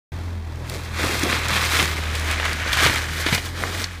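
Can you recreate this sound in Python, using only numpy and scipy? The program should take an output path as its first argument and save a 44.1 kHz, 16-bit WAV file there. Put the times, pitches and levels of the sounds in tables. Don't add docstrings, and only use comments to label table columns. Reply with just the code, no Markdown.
import sys
import numpy as np
from scipy import signal
from scipy.fft import rfft, irfft
from scipy.io import wavfile

SR = 44100
rng = np.random.default_rng(int(sys.argv[2]) if len(sys.argv) > 2 else 0)


def store_pcm(level_fs):
    pcm = np.round(np.clip(level_fs, -1, 1) * 32767).astype(np.int16)
    wavfile.write(sys.argv[1], SR, np.atleast_2d(pcm).T)


N = 176400
T = np.arange(N) / SR


def amp(db):
    return 10 ** (np.asarray(db) / 20)


def unit(x):
    return x / np.sqrt(np.mean(x ** 2) + 1e-20)


def curve(table, column=1):
    rows = np.array(table)
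    return np.interp(T, rows[:, 0], rows[:, column])


def add(mix, start_s, sound):
    part = mix[round(start_s * SR):][:len(sound)]
    part += sound[:len(part)]


def drift(rate_hz):
    hz = np.fft.rfftfreq(N, 1 / SR)
    return unit(irfft(rfft(rng.standard_normal(N)) / (1 + (hz / rate_hz) ** 4), N))


def colour(x, spectrum, size=4096):
    hz, db = np.transpose(spectrum)
    log_hz = np.log(np.fft.rfftfreq(size, 1 / SR) + 1)
    log_gain = np.log(amp(np.interp(log_hz, np.log(hz), db)))
    cepstrum = irfft(log_gain)[:size // 2]
    cepstrum[1:] *= 2
    taps = irfft(np.exp(rfft(cepstrum, size)))
    return signal.oaconvolve(x, taps / np.linalg.norm(taps))[:len(x)]


def knock(hz, decay_cycles, size=3000):
    cycles = hz * np.arange(size) / SR
    wave = cycles * np.exp(-cycles / decay_cycles) * np.sin(2 * np.pi * cycles)
    return wave / abs(wave).max()


def burst(decay_s, spread_db, size=4000):
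    t = np.arange(size) / SR
    grains = unit(rng.standard_normal(size) * amp(spread_db * rng.standard_normal(size)))
    return grains * (1 - np.exp(-t / 0.00046)) * np.exp(-t / decay_s)


def patter(per_s, spread_db, low_hz, high_hz, decay_cycles, pitches=9):
    hits = (rng.random(N) < per_s / SR) * rng.choice([-1, 1], N)
    hits = hits * amp(spread_db * np.minimum(rng.exponential(1, N), 3.2))
    pitch_index, out = rng.integers(0, pitches, N), np.zeros(N)
    for k, hz in enumerate(np.geomspace(low_hz, high_hz, pitches)):
        grain = knock(hz, decay_cycles)
        out += signal.oaconvolve(hits * (pitch_index == k), grain / abs(rfft(grain)).max())[:N]
    return unit(out)


def yard(x, tail_db=-15.5, t60_s=0.24, reflections_per_s=2000, size=12000):
    t = np.arange(size) / SR
    taps = rng.standard_normal(size) * (rng.random(size) < reflections_per_s / SR)
    taps *= (t > 0.004) * amp(-60 * t / t60_s)
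    taps *= amp(tail_db) / np.linalg.norm(taps)
    taps[0] = 1
    return signal.oaconvolve(x, taps)[:N]


def hollow(x, width_hz=290):
    # time_s, centre_hz, depth_fraction
    notch = [(.6, 2900, 0.7), (1.1, 3010, 0.9), (1.85, 2850, 0.4), (2.5, 2601, 0.25), (3.2, 2684, 0.68)]
    carrier = np.exp(2j * np.pi * np.cumsum(curve(notch)) / SR)
    pole = np.exp(-np.pi * width_hz / SR)
    band = 2 * (carrier * signal.lfilter([1 - pole], [1, -pole], x / carrier)).real
    return x - curve(notch, column=2) * band


def engine(shaft_db=-42.5, speed_db_per_hz=0.57):
    # time_s, firing_hz, firing_tone_db, uneven_firing_tone_db
    drone = [(0.14, 84.1, -29.5, -36.5), (0.33, 85.8, -28.5, -68), (0.5, 79.5, -31, -37.5),
             (0.65, 83.8, -33.5, -37), (1.0, 81, -30, -40), (1.65, 79.9, -29.5, -37), (2.2, 77.9, -25, -50),
             (2.6, 78.5, -30, -54), (2.68, 79.35, -28.5, -41.5), (2.9, 79.4, -30, -34.5),
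             (3.17, 79.7, -29.5, -52), (3.5, 85.46, -32.5, -41), (3.82, 89.15, -30, -60),
             (3.88, 89, -36, -56), (3.96, 83.2, -34.5, -62)]
    # centre_s, half_width_s, gain_db, sag_hz
    dips = [(2.728, 0.025, 0, 28), (2.931, 0.011, -18, -2.5), (3.421, .015, -7, 3)]
    # firing_rate_multiple, level_db
    orders = [(2, -54.5), (2.5, -56.5), (3, -64)]
    # frequency_hz, relative_db
    clatter_spectrum = [(20, -17), (50, 0.5), (100, 4), (200, -5.5), (340, -2.5), (480, -8), (680, -10.5),
                        (900, -8), (1300, -14), (2000, -14), (2550, -17), (3200, -18), (5000, -23.5),
                        (8000, -31), (15000, -38.5)]
    # time_s, level_db
    clatter_levels = [(.12, -36), (.28, -37), (.42, -41), (.5, -38.5), (2.2, -36), (3.8, -41), (3.9, -51)]
    firing_hz = curve(drone) * (1 + 0.0044 * drift(8.3))
    phase = 2 * np.pi * np.cumsum(firing_hz) / SR
    dip_db, sag_hz = sum(np.outer(depths, np.exp(-((T - centre_s) / half_width_s) ** 2))
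                         for centre_s, half_width_s, *depths in dips)
    phase_lag = 2 * np.pi * np.cumsum(sag_hz) / SR
    tones = amp(curve(drone, column=2) + dip_db) * np.sin(phase - phase_lag)
    tones += amp(curve(drone, column=3)) * np.sin(1.5 * phase)
    tones += amp(shaft_db + 0.6 * drift(5)) * np.sin(phase / 2)
    speed_db = speed_db_per_hz * (firing_hz - firing_hz.mean())
    for multiple, level_db in orders:
        gain = amp(level_db + speed_db + 7 * drift(3.6))
        tones += gain * np.sin(multiple * phase + 2 * np.pi * rng.random())
    throb = amp(1.2 * np.cos(phase) + 1.1 * np.cos(phase / 2))
    clatter = colour(throb * rng.standard_normal(N), clatter_spectrum)
    return np.sqrt(2) * tones + amp(curve(clatter_levels)) * clatter


def cracks():
    # start_s, level_db
    snaps = [(.557, -37), (0.697, -19), (.739, -27.5), (.835, -29), (1.194, -18), (1.233, -14),
             (1.484, -14), (1.733, -19), (1.827, -15), (2.152, -20.5), (2.196, -20.5), (2.312, -15),
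             (2.452, -21), (2.531, -19), (2.7293, -17), (2.74, -24), (2.772, -20), (2.806, -15),
             (2.836, -19), (2.957, -17), (3.347, -9)]
    # frequency_hz, relative_db
    snap_spectrum = [(300, -19), (1500, -6), (3500, -2.5), (7000, -6), (15000, -17)]
    out = np.zeros(N)
    for start_s, level_db in snaps:
        add(out, start_s, amp(level_db) * burst(decay_s=0.0023, spread_db=2.5))
    return colour(out, snap_spectrum)


def stones(scuff_db=-7):
    # start_s, peak_db, pitch_hz
    landings = [(1.3, -10, 1986), (1.3293, -6.5, 1740), (1.6393, -7, 2250), (1.7972, -3.5, 2430),
                (2.3995, -11, 1290), (2.4305, -14, 1709), (2.453, -19, 1690), (2.7315, -4, 3300),
                (2.8054, -8, 2600), (2.9607, -8, 1970), (3.6374, -4.5, 1510), (3.842, -5.5, 4300)]
    out = np.zeros(N)
    for start_s, peak_db, pitch_hz in landings:
        hit = knock(pitch_hz, decay_cycles=0.355)
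        scuff = signal.fftconvolve(burst(decay_s=0.0029, spread_db=9.5), hit / np.linalg.norm(hit))
        add(out, start_s, amp(peak_db) * hit)
        add(out, start_s, amp(peak_db + scuff_db) * scuff)
    return out


def clods(slump_db=-13, slump_cycles=4.6):
    # start_s, thud_db, pitch_hz, crumble_db
    landings = [(1.04, -15.5, 286.4, -28), (1.094, -23, 330, -29), (1.2341, -11.5, 265, -38),
                (1.247, -26, 250, -39), (1.323, -38, 472, -17), (1.561, -49, 406.4, -16),
                (1.826, -22, 171, -18), (2.288, -36, 450, -22), (2.377, -42, 480, -25),
                (2.398, -39, 595, -21.5), (2.663, -22.5, 419, -37), (2.673, -51, 200.7, -21),
                (2.77, -42, 403, -16.5), (2.855, -18, 151, -13.5), (2.863, -12, 486, -11),
                (2.896, -22, 258, -20), (3.2629, -18, 380, -12.5), (3.285, -25, 392, -16.5),
                (3.3252, -10.5, 163, -13), (3.349, -41, 168, -20.5), (3.377, -29, 130.9, -20.5),
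                (3.62, -44, 300, -35)]
    # frequency_hz, relative_db
    crunch_spectrum = [(150, -6.5), (500, -1.5), (950, -2.5), (1400, -6), (2100, 4.5), (4000, -4.5),
                       (7000, -20.5), (15000, -30)]
    thuds, crumbs = np.zeros(N), np.zeros(N)
    for start_s, thud_db, pitch_hz, crumble_db in landings:
        soft_knock = knock(pitch_hz, decay_cycles=0.32)
        collapse = burst(decay_s=slump_cycles / pitch_hz, spread_db=-3.5)
        slump = signal.fftconvolve(collapse, soft_knock / np.linalg.norm(soft_knock))
        add(thuds, start_s, amp(thud_db) * knock(pitch_hz, decay_cycles=0.45))
        add(thuds, start_s, amp(thud_db + slump_db) * slump)
        add(crumbs, start_s, amp(crumble_db) * burst(decay_s=0.011, spread_db=3.5))
    return thuds + colour(crumbs, crunch_spectrum)


def crackle(per_s=90):
    # frequency_hz, relative_db
    grain_spectrum = [(400, -23), (1200, 0), (2300, 2.5), (4500, -3), (7000, -7.5), (15000, -23)]
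    gaps_s = rng.uniform(0.2, 1.8, int(2 * per_s * N / SR)) / per_s
    onsets = (np.cumsum(gaps_s) * SR).astype(int)
    onsets = onsets[onsets < N]
    hits = np.zeros(N)
    hits[onsets] = rng.choice([-1, 1], len(onsets)) * amp(rng.uniform(-12, 0, len(onsets)))
    return unit(colour(hits, grain_spectrum))


def soil(pebble_db=-15, dust_db=-2.5, crackle_db=-2, rise_s=0.051):
    # time_s, crumbs_db, grit_db, lumps_db
    pour = [(0.55, -74, -56, -39), (0.66, -39, -50, -42), (0.71, -72, -40.5, -35), (0.76, -43, -38, -34),
            (0.8, -43.5, -43, -38.5), (0.93, -38.5, -46, -54), (1.0, -23.5, -31.5, -30.5),
            (1.05, -25, -27.5, -24), (1.16, -30.5, -30.5, -31), (1.22, -26.5, -31, -35),
            (1.26, -31, -33.5, -25.5), (1.31, -24, -30.5, -29.5), (1.36, -24.5, -33.5, -31),
            (1.44, -28, -37, -35.5), (1.5, -22.5, -30, -31), (1.58, -23, -28.5, -36.5),
            (1.7, -27, -28, -36), (1.75, -22, -26, -32.5), (1.82, -26, -26.5, -29.5),
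            (1.88, -27, -29.5, -36.1), (1.99, -32.5, -38.5, -36), (2.1, -31.5, -42, -40.5),
            (2.17, -30, -34.5, -39), (2.24, -30.5, -37, -40), (2.3, -25, -32.5, -33),
            (2.36, -26.5, -42, -39), (2.42, -27.5, -38, -39), (2.44, -23, -38, -39), (2.5, -27, -36, -33.5),
            (2.56, -29, -36.5, -41), (2.64, -26, -41, -47), (2.71, -26.5, -38, -50), (2.735, -22, -26, -57),
            (2.76, -22.5, -36, -50), (2.8, -19.5, -27.5, -34), (2.85, -15.5, -21.5, -23),
            (2.89, -22.5, -29, -28.5), (2.96, -25.5, -31.5, -38), (3.08, -30.5, -37.5, -40),
            (3.14, -31.5, -35, -42), (3.21, -30, -28, -32), (3.25, -27, -36, -55), (3.31, -26.5, -29, -49),
            (3.36, -29, -25, -51), (3.41, -41, -38.5, -46), (3.46, -35, -34, -40), (3.52, -41, -44.5, -44),
            (3.58, -33, -39.5, -38.5), (3.63, -32, -31, -27), (3.69, -33, -38, -33.5),
            (3.76, -31, -32.5, -33), (3.83, -32, -32, -35), (3.87, -37.5, -48, -53),
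            (3.99, -42.5, -48, -46)]
    # time_s, share_fraction
    tarp_shares = [(1.0, 0.6), (1.35, 0.84), (1.6, 0.72), (1.85, 0.57), (2.1, 0.34), (2.6, 0.14),
                   (2.85, 0.3), (3.1, 0.06), (3.8, 0.33)]
    # frequency_hz, relative_db
    crumb_spectrum = [(200, -27), (550, -6.5), (950, -4.5), (1500, 5.5), (2100, 4), (3000, -2.5),
                      (3900, -10), (4600, -11.5), (7000, -13), (15000, -32)]
    # frequency_hz, relative_db
    rattle_spectrum = [(200, -28.5), (700, -8.5), (1150, 5), (1650, -2.5), (2300, 2.5), (3100, -1),
                       (4000, -3), (4600, -13), (7000, -17), (15000, -55)]
    # frequency_hz, relative_db
    grit_spectrum = [(500, -10), (2000, 10.5), (3500, 6), (5000, 3), (7000, -5.5), (10000, -6),
                     (15000, -12)]
    # frequency_hz, relative_db
    dust_spectrum = [(1000, -5), (4000, 5), (8000, 0.5), (11000, -3.5), (15000, -7)]
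    # frequency_hz, relative_db
    lump_spectrum = [(40, 5.5), (110, -4.5), (200, -3), (350, -1.5), (600, -4), (1000, -11), (2500, -17.5)]
    clumping, share = drift(28), curve(tarp_shares)

    ground_hits = patter(per_s=2600, spread_db=0.5, low_hz=609, high_hz=9100, decay_cycles=0.66)
    tarp_hits = patter(per_s=2200, spread_db=-2.5, low_hz=617, high_hz=8800, decay_cycles=0.4)
    pebbles = patter(per_s=70, spread_db=3, low_hz=1480, high_hz=4060, decay_cycles=0.45)
    crumbs = np.sqrt(1 - share) * unit(colour(ground_hits, crumb_spectrum))
    crumbs += np.sqrt(share) * unit(colour(tarp_hits, rattle_spectrum))
    crumbs += amp(pebble_db) * pebbles

    grit_hits = patter(per_s=6000, spread_db=6, low_hz=1480, high_hz=14500, decay_cycles=0.38)
    grit = unit(colour(grit_hits, grit_spectrum))
    grit += amp(dust_db) * colour(rng.standard_normal(N), dust_spectrum)
    grit += amp(crackle_db) * np.sqrt(share) * crackle()

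    lump_hits = patter(per_s=700, spread_db=0, low_hz=92.6, high_hz=1220, decay_cycles=0.51)
    lumps = unit(colour(lump_hits, lump_spectrum))

    out = crumbs * amp(curve(pour) - 0.5 + 1.12 * clumping)
    out += grit * amp(curve(pour, column=2) - 0.5 + 1.5 * clumping)
    out += lumps * amp(curve(pour, column=3) - 1.15 + 0.61 * clumping)
    start_s = pour[0][0]
    return out * np.clip((T - start_s) / rise_s, 0, 1)


def scene():
    mono = hollow(engine() + yard(soil() + clods() + stones() + cracks()))
    return np.array([mono, mono])


def record(dry, start_s=0.119, ceiling=0.8, cutoff_hz=15500):
    # frequency_hz, relative_db
    response = [(15, -14), (36, 0), (16000, 0)]
    opened = dry * np.clip((T - start_s) / 0.002, 0, 1)
    coloured = np.array([colour(channel, response) for channel in opened])
    saturated = coloured / (1 + (coloured / ceiling) ** 4) ** 0.25
    lowpass_taps = signal.firwin(511, cutoff_hz, window=("kaiser", 9), fs=SR)
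    return signal.oaconvolve(saturated, lowpass_taps[None], "same")


dry = scene()
out = record(dry)
store_pcm(out)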